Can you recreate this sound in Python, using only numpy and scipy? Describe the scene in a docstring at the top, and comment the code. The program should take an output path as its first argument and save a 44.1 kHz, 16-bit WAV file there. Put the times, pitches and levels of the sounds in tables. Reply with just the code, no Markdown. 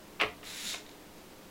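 """A fan hums in a quiet room. At 0.2 s a plastic toy propeller on a small motor is gripped:
its loose parts clatter and the frame bumps into the hand. From 0.43 s a strip is pulled through
the hub in tiny jerks, rasping louder and brighter as it spins the blades, which flutter briefly
near 0.68 s. At 0.74 s the pull ends with a knock, and the parts tick as they settle."""
import sys
import numpy as np
from scipy import signal
from scipy.fft import rfft, irfft
from scipy.io import wavfile
from scipy.ndimage import uniform_filter1d

SR = 44100
rng = np.random.default_rng(int(sys.argv[2]) if len(sys.argv) > 2 else 0)


def to_wav(s):
    """Save 16-bit WAV."""
    ch = np.atleast_2d(s).T  # columns
    pcm = np.round(np.clip(ch, -1, 1) * 32767)  # PCM
    wavfile.write(sys.argv[1], SR, pcm.astype(np.int16))


N = 66150
T = np.arange(N) / SR
FREQS, FILTER_FREQS = np.fft.rfftfreq(N, 1 / SR), np.fft.rfftfreq(4096, 1 / SR)


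def amp(db):
    """Turns decibels into a gain."""
    return 10 ** (np.asarray(db) / 20)


def unit(x):
    """Scales a signal to an average (rms) size of 1."""
    return x / np.sqrt(np.mean(abs(x) ** 2) + 1e-20)


def read(points, hz):
    """Reads between a table's rows on a log-frequency axis."""
    f, value = np.transpose(points)
    return np.interp(np.log(hz + 1), np.log(f + 1), value)


def add(mix, start_s, sound):
    """Mixes a sound in at its start time."""
    part = mix[round(start_s * SR):][:len(sound)]
    part += sound[:len(part)]


def rolloff(hz, edge_hz, steepness):
    """A gain that is 1 at zero and a half at the edge."""
    return 1 / (1 + (hz / edge_hz) ** steepness)


def noise(gains):
    """Noise of size 1, shaped by a gain for each frequency."""
    return unit(irfft(rfft(rng.standard_normal(N)) * gains, N))


def tone_filter(db):
    """A filter of energy 1 with this tone colour; it never sounds before its input."""
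    log_gain = np.log(amp(np.r_[db, db[-2:0:-1]]))
    response = np.fft.ifft(np.exp(np.conj(signal.hilbert(log_gain)))).real
    return response / np.linalg.norm(response)


def through(x, response):
    """Filters a sound and keeps its length."""
    return signal.fftconvolve(x, response)[:len(x)]


def fade(fade_s):
    """Dies away by 60 dB in fade_s seconds."""
    return np.exp(-np.log(1000) * T / fade_s)


def burst(fade_s, rise_s):
    """A quickly dying puff of noise with energy 1."""
    puff = rng.choice([-1., 1.], N) * fade(fade_s) * (1 - np.exp(-T / rise_s))
    return puff / np.linalg.norm(puff)


# how long the room echoes: f/Hz, fade time/s
ECHO_TIMES = [(150, 0.22), (500, 0.3), (1400, 0.25), (3500, .24), (8000, 0.26), (15000, 0.21)]

def room(x, echo_db, delay_s=0.0051):
    """Adds echoes from the walls, each pitch dying at its own speed."""
    echoes = rng.choice([-1., 1.], N) * (rng.random(N) < .1)
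    hz, t, spectrum = signal.stft(echoes, SR, nperseg=256)
    spectrum *= np.exp(-np.log(1000) * t / read(ECHO_TIMES, hz)[:, None])
    tail = signal.istft(spectrum, SR, nperseg=256)[1][:N]
    tail *= np.clip(T / delay_s - 1, 0, 1)
    return x + amp(echo_db) * through(x, tail / np.linalg.norm(tail))


# tone colour of the room's air: f/Hz, relative level/dB
AIR_COLOUR = [(20, -2.5), (32, -21), (70, -4.5), (126, -8.5), (233, -4.5), (300, -6.5), (443, -6),
              (560, -8.5), (820, -9.5), (1000, -11.5), (1450, -15), (3000, -17.5), (6000, -22),
              (10000, -25.5), (15800, -25)]

def room_air():
    """A steady hush of air over a low rumble."""
    hush = amp(-53) * noise(amp(read(AIR_COLOUR, FREQS)))
    rumble = amp(-64) * noise(rolloff(FREQS, 24, 4))
    return hush + rumble


# the fan's tones: f/Hz, level/dB
FAN_TONES = [(175, -68.5), (210, -67), (262, -77), (294, -63.5), (313, -66.5), (365, -67), (417, -67.5),
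             (523, -68.5), (626, -69.5), (945, -73.5)]

def fan_hum(waver_depth=0.53, waver_hz=7.5):
    """A fan hums in several tones, each wavering at random."""
    out = np.zeros(N)
    for hz, db in FAN_TONES:
        a, b = (noise(rolloff(FREQS, waver_hz, 2)) for _ in range(2))
        waver = 1 + waver_depth * (a + 1j * b)  # moves both loudness and pitch
        tone = np.exp(2j * np.pi * (hz * T + rng.random()))
        out += amp(db) * unit((waver * tone).real)
    return out


def blade_flutter(peak_s=.675, swell_s=.04, hz=217, width_hz=125):
    """The blades beat the air for a moment at their fastest."""
    air = noise(rolloff(FREQS - hz, width_hz / 2, 4))
    return amp(-54) * air * np.exp(-((T - peak_s) / swell_s) ** 2)


# tone colour of the bump: f/Hz, relative level/dB
BUMP_COLOUR = [(25, -20), (65, 2), (130, 0.5), (250, -13), (600, -40), (3000, -81)]

def hand_bump(start_s=.245):
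    """The frame is pushed into the hand: a dull, low bump."""
    out = np.zeros(N)
    push = rng.standard_normal(N) * fade(0.52)
    add(out, start_s, amp(-50) * through(push, tone_filter(read(BUMP_COLOUR, FILTER_FREQS))))
    return out


# knocks of the plastic parts: t/s, relative level/dB, extra bass/dB, extra treble/dB
PART_KNOCKS = [(0.195, -26, 4, 7), (0.1994, -5.5, -11, -12), (0.2025, -3.5, -4.5, -3),
               (.2078, -7.5, -15, -16), (0.2114, 2, -9.5, 6), (0.217, -5, 1, 15.5), (.2188, 2, -4.5, -12),
               (.226, -8.5, 3, 10), (0.2331, -7.5, -9, 8), (0.2351, -4, 5, -17), (0.2454, -13, 9, -6),
               (0.4302, -19, -3, -29), (0.74, -16.5, -11, 4), (.7442, -14, -0.5, 0)]
# tone colour of a clack: f/Hz, relative level/dB
CLACK_COLOUR = [(40, -30), (150, -15), (330, -4.5), (600, -5.5), (850, -3), (1150, 1.5), (1400, -1.5),
                (1650, -5), (2100, 3), (3000, -3), (3700, -11.5), (4700, -15.5), (7000, -32.5),
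                (15000, -48)]
# ringing notes of blades and frame: f/Hz, relative level/dB, fade time/s
RING_NOTES = [(425, 4, 0.24), (572, 0.5, 0.15), (596, -2, 0.24), (712, 11, 0.14), (796, 4, 0.09),
              (959, -1, 0.22), (995, -4, 0.38), (1097, 10, 0.081), (1390, 1.5, 0.096), (1790, -22, 0.36),
              (2100, -23, 0.16), (1990, 12.5, 0.052), (2323, -3, 0.11), (2760, 14.5, 0.035)]

def knocks(bass_hz=830, treble_hz=5750, rise_s=0.00045):
    """Loose parts hit each other: a short clack with a shorter, bright snap, and the blades ring on."""
    out = np.zeros(N)
    body = tone_filter(read(CLACK_COLOUR, FILTER_FREQS))
    bass, treble = rolloff(FILTER_FREQS, bass_hz, 4), 1 - rolloff(FILTER_FREQS, treble_hz, 6)
    lowpass, highpass = (signal.butter(3, treble_hz, kind, fs=SR) for kind in ("low", "high"))
    ring = sum((-1) ** k * amp(db - 45.5) * fade(fade_s) * np.sin(2 * np.pi * hz * T)
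               for k, (hz, db, fade_s) in enumerate(RING_NOTES))
    for start_s, db, bass_db, treble_db in PART_KNOCKS:
        dull = signal.lfilter(*lowpass, burst(0.023, rise_s))
        snap = signal.lfilter(*highpass, burst(0.011, rise_s))
        clack = amp(-0.5) * through(dull + 0.91 * snap, body)
        boost_db = bass_db * bass + treble_db * treble
        boost = tone_filter(boost_db) * np.sqrt(np.mean(amp(boost_db) ** 2))
        add(out, start_s, amp(db) * through(clack + ring, boost))
    return room(out, echo_db=-8)


# tone colour of strip and hub: f/Hz, relative level/dB
HUB_COLOUR = [(80, -37), (400, -32), (1000, -10.5), (1400, -3.5), (1900, -0.5), (2800, 0.5), (4600, -0.5),
              (6100, -4), (7700, -5.5), (8800, -10.5), (12500, -16), (15500, -16)]
# pitches where they ring: f/Hz, width/Hz, boost/dB
HUB_PEAKS = [(3590, 200, 7.3), (3930, 350, 6), (5400, 570, 2.7), (7010, 1100, 5.7), (10660, 770, 8.7)]

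def hub_body():
    """The strip and hub ring at a few pitches, colouring every scrape and tick."""
    peaks_db = sum(db * rolloff(FILTER_FREQS - hz, width / 2, 2) for hz, width, db in HUB_PEAKS)
    return tone_filter(read(HUB_COLOUR, FILTER_FREQS) + peaks_db)


# ticks of the hub: t/s, relative level/dB, extra treble/dB
HUB_TICKS = [(.47, -15, -18), (0.501, -17, 2), (0.539, -9, 3), (0.677, -10, -5), (0.7, -7, -2),
             (.7235, -5, 2), (0.732, 2, 10), (0.863, -17, -16), (0.891, -15.5, -10), (0.913, -19.5, -14),
             (1.1807, -18, 1)]

def hub_ticks(treble_hz=7500):
    """The hub ticks sharply during the pull and as the parts settle."""
    out, body = np.zeros(N), hub_body()
    treble = 1 - rolloff(FILTER_FREQS, treble_hz, 6)
    for start_s, db, treble_db in HUB_TICKS:
        tick = through(burst(fade_s=.024, rise_s=0.0011), body)
        add(out, start_s, amp(db - 16) * through(tick, tone_filter(treble_db * treble)))
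    return out


# how hard the strip is pulled: t/s, relative level/dB
PULL_FORCE = [(.43, -42), (.439, -9.5), (.449, -11), (.456, -7.5), (.48, -5.5), (.52, -5), (.565, -3),
              (.625, -2), (.665, 0.76), (.698, 3), (.718, 0.5), (.738, 0), (.756, -2.5), (.775, -10),
              (.83, -40)]
# the highest treble, fading as the strip runs out: t/s, relative level/dB
TOP_FADE = [(.44, 6.5), (.55, 3.5), (.68, 4), (.72, -2.5), (.77, -9.5)]

def strip_rasp(base_slips_per_s=1100, grip_db=-9, hiss=1.1):
    """The strip slips through the hub in uneven, scraping jerks; a harder pull makes them faster."""
    pull_db = np.interp(T, *np.transpose(PULL_FORCE), left=-100, right=-100)
    force_db = np.maximum(pull_db, grip_db)
    slips_per_s = base_slips_per_s * np.exp(0.07 * force_db)
    jitter = np.exp(.3 * unit(uniform_filter1d(rng.standard_normal(N), size=40)))
    slips = np.diff(np.floor(np.cumsum(slips_per_s * jitter) / SR), prepend=0)
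    strengths = amp(2 * rng.standard_normal(N))
    jerks = unit(through(slips * strengths, fade(.0022)))
    scrapes = unit((jerks + hiss) * rng.choice([-1., 1.], N))
    flicker = amp(.8 * noise(rolloff(FREQS, 250, 2)))
    spectrum = rfft(through(scrapes * flicker, hub_body()))
    # pulling harder lifts the highs more than the lows
    low, top = rolloff(FREQS, 2600, 6), 1 - rolloff(FREQS, 9000, 8)
    top_db = 0.91 * force_db + np.interp(T, *np.transpose(TOP_FADE))
    bands = [(low, 0.24 * force_db), (1 - low - top, force_db), (top, top_db)]
    rasp = sum(irfft(spectrum * share, N) * amp(db) for share, db in bands)
    # below grip_db the strip loses its grip and all bands fade alike
    return amp(-42.5 + pull_db - force_db) * rasp


def scene():
    """The toy and the room, heard at one spot."""
    toy = knocks() + hand_bump() + room(strip_rasp() + hub_ticks(), echo_db=-4.5) + blade_flutter()
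    return (toy + room_air() + fan_hum())[None]


def record(dry, cutoff_hz=15900):
    """Cuts away the very highest treble."""
    lowpass = signal.firwin(511, cutoff_hz, window=("kaiser", 8), fs=SR)
    return signal.oaconvolve(dry, lowpass[None], "same")


dry = scene()
out = record(dry)
to_wav(out)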